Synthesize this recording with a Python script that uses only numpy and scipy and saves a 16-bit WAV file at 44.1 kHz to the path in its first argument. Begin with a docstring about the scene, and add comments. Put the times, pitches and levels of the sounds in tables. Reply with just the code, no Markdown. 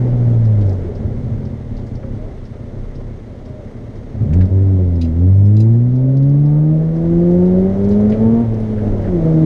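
"""A four-cylinder engine with an open exhaust burbles down to idle, heard from the cabin on a night road.
An indicator ticks for the turn; the engine is blipped into gear, pulls hard, lifts for a shift, pulls again.
Harmonics of the firing rate make its boom and rasp; ringing firings make the burble, damped sines the pops.
Filtered noise makes gas rush, body rumble, tyres and wind; enveloped resonances make trim knocks and clinks.
Short scrapes and faint gliding tones come and go."""
import sys
import numpy as np
from scipy import signal
from scipy.fft import rfft, irfft, next_fast_len
from scipy.io import wavfile

SR = 44100
rng = np.random.default_rng(int(sys.argv[2]) if len(sys.argv) > 2 else 0)


def persist_wave(psi):
    """Save psi, clipped to +-1, as 16-bit WAV."""
    counts = np.round(np.clip(psi, -1, 1) * 32767).astype(np.int16)
    wavfile.write(sys.argv[1], SR, np.atleast_2d(counts).T)


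N = 416736
TIME = np.arange(N) / SR


def from_db(db):
    """Amplitude gain is ten to the power of decibels over twenty."""
    return 10 ** (np.asarray(db) / 20)


def rms_one(x):
    """Normalisation: scale to unit mean power."""
    return x / np.sqrt(np.mean(x ** 2) + 1e-20)


def in_time(rows):
    """Linear interpolation: each column of a curve at every sample."""
    s, *columns = np.transpose(rows)
    return [np.interp(TIME, s, c) for c in columns]


def at_hz(points, hz):
    """Interpolate a spectrum's level in dB on a log-frequency axis."""
    f, level = np.transpose(points)
    return np.interp(np.log(hz + 1e-9), np.log(f), level)


def humps(rows, hz):
    """Resonance curves: level in dB of narrow peaks or notches at a moving frequency."""
    return sum(db / (1 + ((hz - centre) / half_width) ** 2) for centre, half_width, db in rows)


def drift(rate_hz, step=40):
    """Slow random modulation: low-passed noise with a spread of one, drawn every few samples."""
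    r = np.exp(-2 * np.pi * step * rate_hz / SR)
    draws = rng.standard_normal(N // step + 2002)
    slow = signal.lfilter([1], [1, -2 * r, r * r], draws)[2000:]   # the filter has settled
    return np.interp(np.arange(N) / step, np.arange(len(slow)), rms_one(slow))


def noise(spectrum):
    """Spectral shaping: unit noise of a given colour that falls away steeply beyond its ends."""
    size = next_fast_len(N)
    hz = np.arange(size // 2 + 1) * SR / size + 1e-3
    low_end = 1 / (1 + (spectrum[0][0] / hz) ** 6)
    high_end = 1 / (1 + (hz / spectrum[-1][0]) ** 6)
    white = rfft(rng.standard_normal(size))
    return rms_one(irfft(white * from_db(at_hz(spectrum, hz)) * low_end * high_end, size)[:N])


def resonate(x, hz, width_hz):
    """Damped resonance: a two-pole filter with unit gain at its top."""
    r = np.exp(-np.pi * width_hz / SR)
    zeros = np.array([1, 0, -1]) * (1 - r * r) / 2
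    poles = [1, -2 * r * np.cos(2 * np.pi * hz / SR), r * r]
    return signal.lfilter(zeros, poles, x + 1e-18)


def decay(t60, rise_s, size=13000):
    """Impact envelope: a quick rise, then an exponential fall of 60 dB in t60 seconds."""
    t = np.arange(size) / SR
    return (1 - np.exp(-t / rise_s)) * np.exp(-np.log(1000) * t / t60)


def add(out, s, sound):
    """Superposition: mix a sound in at a given time."""
    at = max(round(s * SR), 0)
    out[at:at + len(sound)] += sound[:max(N - at, 0)]


# engine speed: time_s, firing_rate_hz
FIRING = [(0, 124.6), (.2, 120.4), (.45, 112.2), (.9, 84), (1.4, 44), (1.9, 32), (4.12, 31), (4.37, 91),
          (4.65, 97.5), (5.12, 79.5), (5.3, 95.2), (5.45, 100.8), (5.9, 124.4), (6.45, 146.4), (7.5, 181.9),
          (8.1, 213), (8.42, 234.8), (8.5, 223), (8.85, 208.8), (9.06, 192.5), (9.21, 162), (9.45, 157.3)]


def crankshaft():
    """Phase is the integral of frequency: firing rate, and firings counted with a little unsteadiness."""
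    firing_hz, = in_time(FIRING)
    turns = np.cumsum(firing_hz * (1 + 0.0023 * drift(25.6))) / SR
    return firing_hz, turns


REFERENCE_HZ = 220   # firing rate to which engine levels refer
# throttle shut: levels at the reference speed, falling as the engine slows
SHUT_TONE_DB, SHUT_OCTAVE_DB, SHUT_RASP_DB, SHUT_DB_PER_OCTAVE = -12, -20, -41, 3.5
# burble at idle, and its swell while the revs fall through the overrun range
IDLE_BURBLE_DB, OVERRUN_DB, OVERRUN_HZ, OVERRUN_OCTAVES = -35, 12, 57, 0.78
SETTLE_DB_PER_S = 5.5   # the burble calms only slowly
RASP_DB_PER_OCTAVE = 5   # under load the rasp hardens as the revs climb
RELEASE_S = 0.066   # the throttle snaps shut
BITE_DB, BITE_S = 7, 0.26   # rasp and burble flare as it opens, then settle
# presses of the throttle: start_s, end_s, attack_s, tone_db, octave_db,
# rasp_db (at the reference speed, before the flare), burble_db (before the flare)
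PRESSES = [(-.1, 0.568, 0.044, -3.5, -15.5, -40, -32.5), (0.506, 0.704, 0.088, -7.5, -18.5, -27.5, -34.5),
           (4.168, 4.448, 0.059, -2.5, -8.5, -26, -26), (4.497, 5.19, 0.016, -5, -13.5, -23, -33),
           (5.145, 8.407, .08, -1.68, -9.5, -25.5, -37), (9.041, 9.5, 0.22, 0.5, 1, -26, -38.5)]


def throttle(firing_hz):
    """Load sets source strength: dB of tone, octave, rasp and burble, moved by each press from shut values."""
    octaves = np.log2(firing_hz / REFERENCE_HZ)
    slowing = SHUT_DB_PER_OCTAVE * octaves
    revving = RASP_DB_PER_OCTAVE * octaves
    overrun = OVERRUN_DB * np.exp(-(np.log2(firing_hz / OVERRUN_HZ) / OVERRUN_OCTAVES) ** 2)
    # limit how fast the swell may fall
    overrun = np.maximum.accumulate(overrun + SETTLE_DB_PER_S * TIME) - SETTLE_DB_PER_S * TIME
    levels = [SHUT_TONE_DB + slowing, SHUT_OCTAVE_DB + slowing, SHUT_RASP_DB + slowing,
              IDLE_BURBLE_DB + overrun]
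    for start, end, attack, tone_db, octave_db, rasp_db, burble_db in PRESSES:
        pressing = (TIME - start) / attack
        releasing = 1 - (TIME - end) / RELEASE_S
        opening = np.clip(np.minimum(pressing, releasing), 0, 1)
        bite = BITE_DB * np.exp(-np.abs(TIME - start - attack) / BITE_S)
        targets = (tone_db, octave_db, rasp_db + revving + bite, burble_db + bite)
        levels = [now + opening * (pressed - now) for now, pressed in zip(levels, targets)]
    return levels


CRANK_DB, CRANK_DB_PER_OCTAVE = -13.5, 23.5   # tone at half the firing rate, at the reference speed
# how strongly the exhaust's low orders reach the seat: frequency_hz, level_db
BOOM = [(30, -47.5), (50, -32), (75, -14), (95, -6), (115, -7), (125, -10.5), (140, -8), (225, -9),
        (295, -14), (348, -5.5), (430, -13), (470, -16.5)]
# cancellations in the cabin that those orders sweep through: centre_hz, half_width_hz, depth_db
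NULLS = [(164.3, 4.5, -7), (195.5, 4, -9), (322.5, 5, -16), (388.6, 2.6, -16.5)]
# brief dips of the firing tone: centre_s, width_s, depth_db
DIPS = [(4.487, .018, -14), (8.168, .03, -12)]


def boom(turns, firing_hz, tone_db, octave_db, fifth_db=-21):
    """Order synthesis: low harmonics sweep the cabin response; unequal cylinders add crank orders 1 and 3."""
    def order(multiple, db):
        """A harmonic of the firing rate, weighted by the transfer path."""
        hz = multiple * firing_hz
        path_db = at_hz(BOOM, hz) + humps(NULLS, hz)
        return np.sqrt(2) * from_db(db + path_db) * np.sin(2 * np.pi * multiple * turns)
    dip = sum(db * np.exp(-((TIME - s) / width) ** 2) for s, width, db in DIPS)
    crank_db = CRANK_DB + CRANK_DB_PER_OCTAVE * np.log2(firing_hz / REFERENCE_HZ)
    uneven_db = 2.2 * drift(5.2)
    firing = order(1, tone_db + dip - 0.27 * drift(37))
    octave = order(2, octave_db + 1.5 * drift(29))
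    crank = order(.5, crank_db + uneven_db)
    third_crank = order(1.5, tone_db + fifth_db + uneven_db)
    return firing + octave + crank + third_crank


# colour of the rasp through pipe and cabin: frequency_hz, level_db
PIPE = [(100, -4.5), (200, 8), (300, 3), (370, -1.5), (450, -5.5), (540, -4), (640, -5.5), (730, -9.5),
        (840, -21), (980, -18), (1150, -13.5), (1400, -18.5), (2200, -19)]
# cabin resonances that the higher orders sweep through: centre_hz, half_width_hz, level_db
BLARE = [(535, 30, 4), (790, 20, 3), (900, 26, 15)]


def rasp(turns, firing_hz, load_db, between_db=-14.5, imbalance_db_per_octave=9.0, tilt_db_per_octave=-12.5,
         echo=0.41, echo_top_hz=700, notch_hz=99.5):
    """Comb filtering: higher crank orders in the pipe's colour, notched by a dull echo from its open end."""
    out = np.zeros(N)
    # cylinders differ more at high revs, which lifts the orders between the firing harmonics
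    between = between_db + imbalance_db_per_octave * np.log2(firing_hz / firing_hz[0])
    for k in range(5, 23):   # crank orders, two per firing harmonic
        hz = firing_hz * k / 2
        octaves_above_third = max(np.log2(k / 6), 0)
        level = at_hz(PIPE, hz) + humps(BLARE, hz) + tilt_db_per_octave * octaves_above_third
        level += between * (k % 2)
        level += 1.5 * drift(10) + 2.6 * drift(2.4)   # roughness and slow swell
        angle = np.pi * k * turns + 2 * np.pi * rng.random()
        reflected = echo / (1 + (hz / echo_top_hz) ** 4)
        delayed = np.cos(angle - 2 * np.pi * hz / notch_hz)
        out += from_db(level) * (np.cos(angle) - reflected * delayed)
    return from_db(load_db) * out


# standing waves of pipe and cabin that single firings set ringing: frequency_hz, width_hz, level_db
PIPE_MODES = [(68, 24, 2), (106, 17.3, 8), (133.2, 13, 4), (213.4, 20, 0), (252, 30, -6), (376, 39, -13.5),
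              (397, 220, -23), (554, 76, -27)]


def burble(turns, level_db, uneven_db=4.0, scatter=.1):
    """Impulse excitation of modes: weak firings of uneven strength and timing each ring in the pipe."""
    at = np.flatnonzero(np.diff(np.floor(turns)) > 0)
    timing, strength = rng.standard_normal((2, len(at)))
    period = np.gradient(at)
    late = (scatter * period * timing).astype(int)
    puffs = np.zeros(N)
    gains = from_db(uneven_db * np.clip(strength, -2, 1))
    puffs[np.clip(at + late, 0, N - 1)] = gains * np.sqrt(period)   # even power at any firing rate
    rings = np.zeros(N)
    for k, (hz, width, db) in enumerate(PIPE_MODES):
        rings += (-1) ** k * from_db(db) * resonate(puffs, hz, width)
    muffled = signal.sosfilt(signal.butter(2, [60, 750], "band", fs=SR, output="sos"), rings)
    return from_db(level_db) * rms_one(muffled)


# pops in the exhaust on the overrun: start_s, relative_level_db, pipe_resonance_hz
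POPS = [(0.843, -21.5, 354), (.89, -21.5, 406), (0.962, -14.5, 100), (1.045, -11, 92), (1.314, -13, 115.5)]


def pops(t60=0.13):
    """Free decay of a resonator: unburnt fuel goes off in the pipe and sets it ringing."""
    out = np.zeros(N)
    for s, db, hz in POPS:
        envelope = decay(t60, rise_s=0.0048)
        add(out, s, from_db(db) * 2 * envelope * np.sin(2 * np.pi * hz * TIME[:len(envelope)]))
    return out


# rush of gas through the engine: frequency_hz, density_db (per Hz)
RUSH = [(500, -3.5), (1000, 1.5), (1600, 1), (2200, -5.5), (3200, -7.5), (4200, -20), (7000, -27)]


def rush(turns, firing_hz, top_db=-55.0, per_octave_db=17.5):
    """Flow noise, amplitude-modulated: a gust with each firing that grows steeply with engine speed."""
    level = top_db + per_octave_db * np.log2(firing_hz / firing_hz.max())
    gusts = 1 + np.cos(2 * np.pi * turns)
    return from_db(level) * gusts * noise(RUSH)


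# knocks of plastic trim and levers: start_s, relative_level_db, centre_hz, t60_s
KNOCKS = [(.609, -42, 3500, 0.073), (.66, -49, 4500, .12), (.692, -47, 4500, 0.15), (.725, -48, 5000, .08),
          (1.767, -45, 3800, .15), (1.785, -38, 800, .11), (1.864, -49, 5000, 0.14),
          (2.029, -34, 1080, 0.088), (2.295, -34, 706, 0.12), (2.838, -41, 1150, 0.078),
          (3.002, -31, 620, 0.07), (4.327, -34.5, 1900, 0.11), (4.332, -41.5, 5500, 0.1),
          (4.407, -31.5, 1600, 0.09), (4.409, -42, 3780, .11), (6.168, -41.5, 4300, 0.057),
          (6.224, -48.5, 3940, 0.087), (6.292, -49, 4500, .06), (7.308, -44.5, 4500, 0.068),
          (7.843, -42, 4500, .06), (7.885, -41.5, 5500, .1), (7.906, -40, 4000, 0.16),
          (8.003, -43, 4500, 0.05), (8.096, -40.5, 4500, 0.075), (8.118, -32, 2050, .13),
          (8.542, -42.5, 4500, .06)]


def knocks(level_db=-4.0, top_hz=7000):
    """Impact on damped panels: a short chatter of contacts in a broad cluster of modes."""
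    out, chatter = np.zeros(N), rms_one(from_db(3 * drift(200)))
    for s, db, hz, t60 in KNOCKS:
        envelope = decay(t60, rise_s=.0015)
        contacts = rng.standard_normal(len(envelope))
        cluster = resonate(resonate(contacts, hz, hz * hz / (hz + 2500)), hz, 2 * hz)
        dull = signal.butter(2, 2 * hz, fs=SR, output="sos")
        add(out, s, from_db(db + level_db) * envelope * rms_one(signal.sosfilt(dull, cluster)))
    return signal.sosfilt(signal.butter(3, top_hz, fs=SR, output="sos"), out * chatter)


# short scrapes during the gear change: start_s, relative_level_db, centre_hz, t60_s
SCRAPES = [(8.78, -44, 1550, 0.12), (9.037, -44.5, 1780, 0.12), (9.073, -37, 1710, 0.049)]


def scrapes(width_hz=600):
    """Friction as random excitation: something rubs briefly and sounds one broad resonance."""
    out = np.zeros(N)
    for s, db, hz, t60 in SCRAPES:
        envelope = decay(t60, rise_s=.005)
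        rub = resonate(resonate(rng.standard_normal(len(envelope)), hz, width_hz), hz, width_hz)
        add(out, s, from_db(db) * 2 * envelope * rms_one(rub))
    return out


# small metal pieces swinging together: start_s, relative_level_db, brightness_db_per_octave
CLINKS = [(5.012, -27.5, 0.5), (5.045, -38, -4), (5.566, -36, 1), (5.601, -32.5, 6.5), (8.6, -47, 15)]
# modes of their ring: frequency_hz, level_db, t60_s
METAL = [(2590, -1.5, 0.094), (3300, -11.5, 0.12), (3960, 1, 0.09), (4670, -5.5, 0.027), (4880, -1, 0.09),
         (5600, -6.5, 0.047), (6300, -12.5, 0.16), (7100, -13, .07), (9450, -19, .11), (10960, -23.5, .07),
         (15200, -33, .06)]


def clinks(level_db=-6.0, blur_hz=260):
    """Modal decay: metal touches metal; chatter and cabin reflections blur every mode."""
    out = np.zeros(N)
    for s, db, brightness in CLINKS:
        ring, power = 0, 0
        for hz, mode_db, t60 in METAL:
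            envelope = decay(t60, rise_s=0.0016)
            gain = from_db(mode_db + brightness * np.log2(hz / METAL[0][0]))
            chatter = rng.standard_normal(len(envelope))
            mode = resonate(resonate(chatter, hz, blur_hz), hz, hz / 2)
            ring = ring + gain * envelope * rms_one(mode)
            power += gain ** 2
        add(out, s, from_db(db + level_db) * ring / np.sqrt(power))
    return out


RELAY_START_S, RELAY_PERIOD_S, RELAY_TICKS = .4495, .5004, 15
RELAY_DB, RELAY_FADE_DB_PER_S = -49, -0.75   # level at time zero, and its slow fading
# colour of the tick: frequency_hz, density_db (per Hz)
RELAY_COLOUR = [(2000, -18), (3300, 0), (4300, 1.5), (5400, 6.5), (6500, -8.5), (8000, -13), (12000, -31.5)]


def relay(t60=0.093):
    """Periodic impacts: the indicator ticks about twice a second as decaying bursts of coloured noise."""
    envelope = np.zeros(N)
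    for s in RELAY_START_S + RELAY_PERIOD_S * np.arange(RELAY_TICKS):
        add(envelope, s, from_db(RELAY_DB + RELAY_FADE_DB_PER_S * s) * decay(t60, rise_s=0.0023))
    return envelope * noise(RELAY_COLOUR)


# faint wavering tones in the cabin: start_s, end_s, start_pitch_hz, end_pitch_hz (before wobble), peak_db
WAVERS = [(2.02, 2.105, 537, 544, -34), (2.118, 2.308, 579, 660, -39), (3.371, 3.686, 634, 603, -40.5),
          (6.001, 6.166, 591, 561, -29.5)]


def wavers(unsteady=0.0086):
    """Frequency modulation: short soft tones swell, glide unsteadily and fade."""
    out, wobble = np.zeros(N), 1 + unsteady * drift(27)
    for start, end, from_hz, to_hz, db in WAVERS:
        size = max(round((end - start) * SR), 2)
        hz = np.linspace(from_hz, to_hz, size) * wobble[:size]
        swell = np.sin(np.linspace(0, np.pi, size))
        add(out, start, from_db(db) * swell * np.sin(2 * np.pi * np.cumsum(hz) / SR))
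    return out


RUMBLE_FOLLOWS, RUMBLE_DB = .7, -33   # share of the tyres' swing; body rumble at mean tyre level
JOLT_S = 0.15
# road speed, as the noise it makes: time_s, relative_tyre_roar_db, wind_hiss_db
ROAD = [(0, -28, -49.5), (.8, -31.5, -51), (1.6, -37, -52.5), (2.3, -39, -52.5), (2.6, -39.5, -53),
        (4.1, -36.5, -53), (4.4, -33.5, -52.5), (5.75, -36, -54.5), (6.6, -33, -55), (7.15, -29, -50.5),
        (8.2, -25.5, -49), (8.55, -29.5, -51), (9.0, -25.5, -49), (9.45, -25.5, -47.5)]
# jolts that shake the body: centre_s, level_db
JOLTS = [(.22, -26.5), (.68, -23), (1.04, -26.5), (1.42, -27.5), (1.8, -30), (2.05, -31), (2.28, -27.5),
         (2.75, -29.5), (3.02, -32.5), (3.55, -39), (4.38, -22.5), (4.87, -30), (7.16, -26), (8.9, -22)]
# cabin resonances that the road keeps humming: centre_hz, width_hz (of the sharper filter), level_db
CABIN = [(78, 4.3, -10.5), (120, 11, -8.5), (223.7, 15, -5.5), (253.6, 24, -4), (577.4, 28, -8.5)]
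# spectra of body rumble, tyre roar and wind hiss: frequency_hz, density_db (per Hz)
RUMBLE = [(15, -13), (27, 5), (42, -6), (60, -9.5), (90, -18)]
TYRES = [(45, -18), (75, -0.5), (130, 0), (170, -4.5), (230, -6), (320, -8), (420, -5.5), (600, -12),
         (780, -20), (900, -25), (1100, -33.5), (1800, -33)]
HISS = [(600, 0.5), (1000, 6.5), (1600, 0), (2100, 3), (2450, -7), (3400, -6.5), (4800, -12), (6500, -13),
        (7200, -20.5), (8200, -19), (9200, -24.5), (11500, -26.5), (14500, -42)]


def road(turns, tyres_db=2.5, cabin_db=-5.0, pulsing=0.091, thump_db=-10):
    """Random excitation of body and cabin: jolted rumble, humming tyre roar, hiss pulsing with the firings."""
    tyres, hiss = in_time(ROAD)
    rumble = from_db(RUMBLE_DB + RUMBLE_FOLLOWS * (tyres - tyres.mean()) + 0.5 * drift(3))
    jolts = sum(from_db(db) * np.exp(-((TIME - s) / JOLT_S) ** 2) for s, db in JOLTS)
    roar = np.hypot(from_db(tyres + drift(18)), from_db(thump_db) * jolts)   # powers add
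    hum = np.zeros(N)
    for hz, width, db in CABIN:
        mode = resonate(resonate(rng.standard_normal(N), hz, width), hz, 4 * width)
        hum += from_db(db) * rms_one(mode)
    body = np.hypot(rumble, jolts) * noise(RUMBLE)
    rolling = roar * (from_db(tyres_db) * noise(TYRES) + from_db(cabin_db) * hum)
    pulse = 1 + pulsing * np.cos(2 * np.pi * turns)
    wind = from_db(hiss + .5 * drift(13)) * pulse * noise(HISS)
    return body + rolling + wind


def scene():
    """Superposition of sources: one crankshaft and one throttle drive the engine layers."""
    firing_hz, turns = crankshaft()
    tone_db, octave_db, rasp_db, burble_db = throttle(firing_hz)
    engine = boom(turns, firing_hz, tone_db, octave_db) + rasp(turns, firing_hz, rasp_db)
    engine += burble(turns, burble_db) + pops() + rush(turns, firing_hz)
    loose = knocks() + scrapes() + clinks()
    return (engine + loose + relay() + wavers() + road(turns))[None]


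CUTOFF_HZ = 15700


def record(dry):
    """Band limiting: the sound opens and closes without a click; the top is cut steeply."""
    edges = np.clip(np.minimum(TIME, TIME[-1] - TIME) / .003, 0, 1)
    steep = signal.cheby2(12, 70, CUTOFF_HZ + 900, fs=SR, output="sos")   # stopband edge
    return signal.sosfilt(steep, dry * edges)


dry = scene()
out = record(dry)
persist_wave(out)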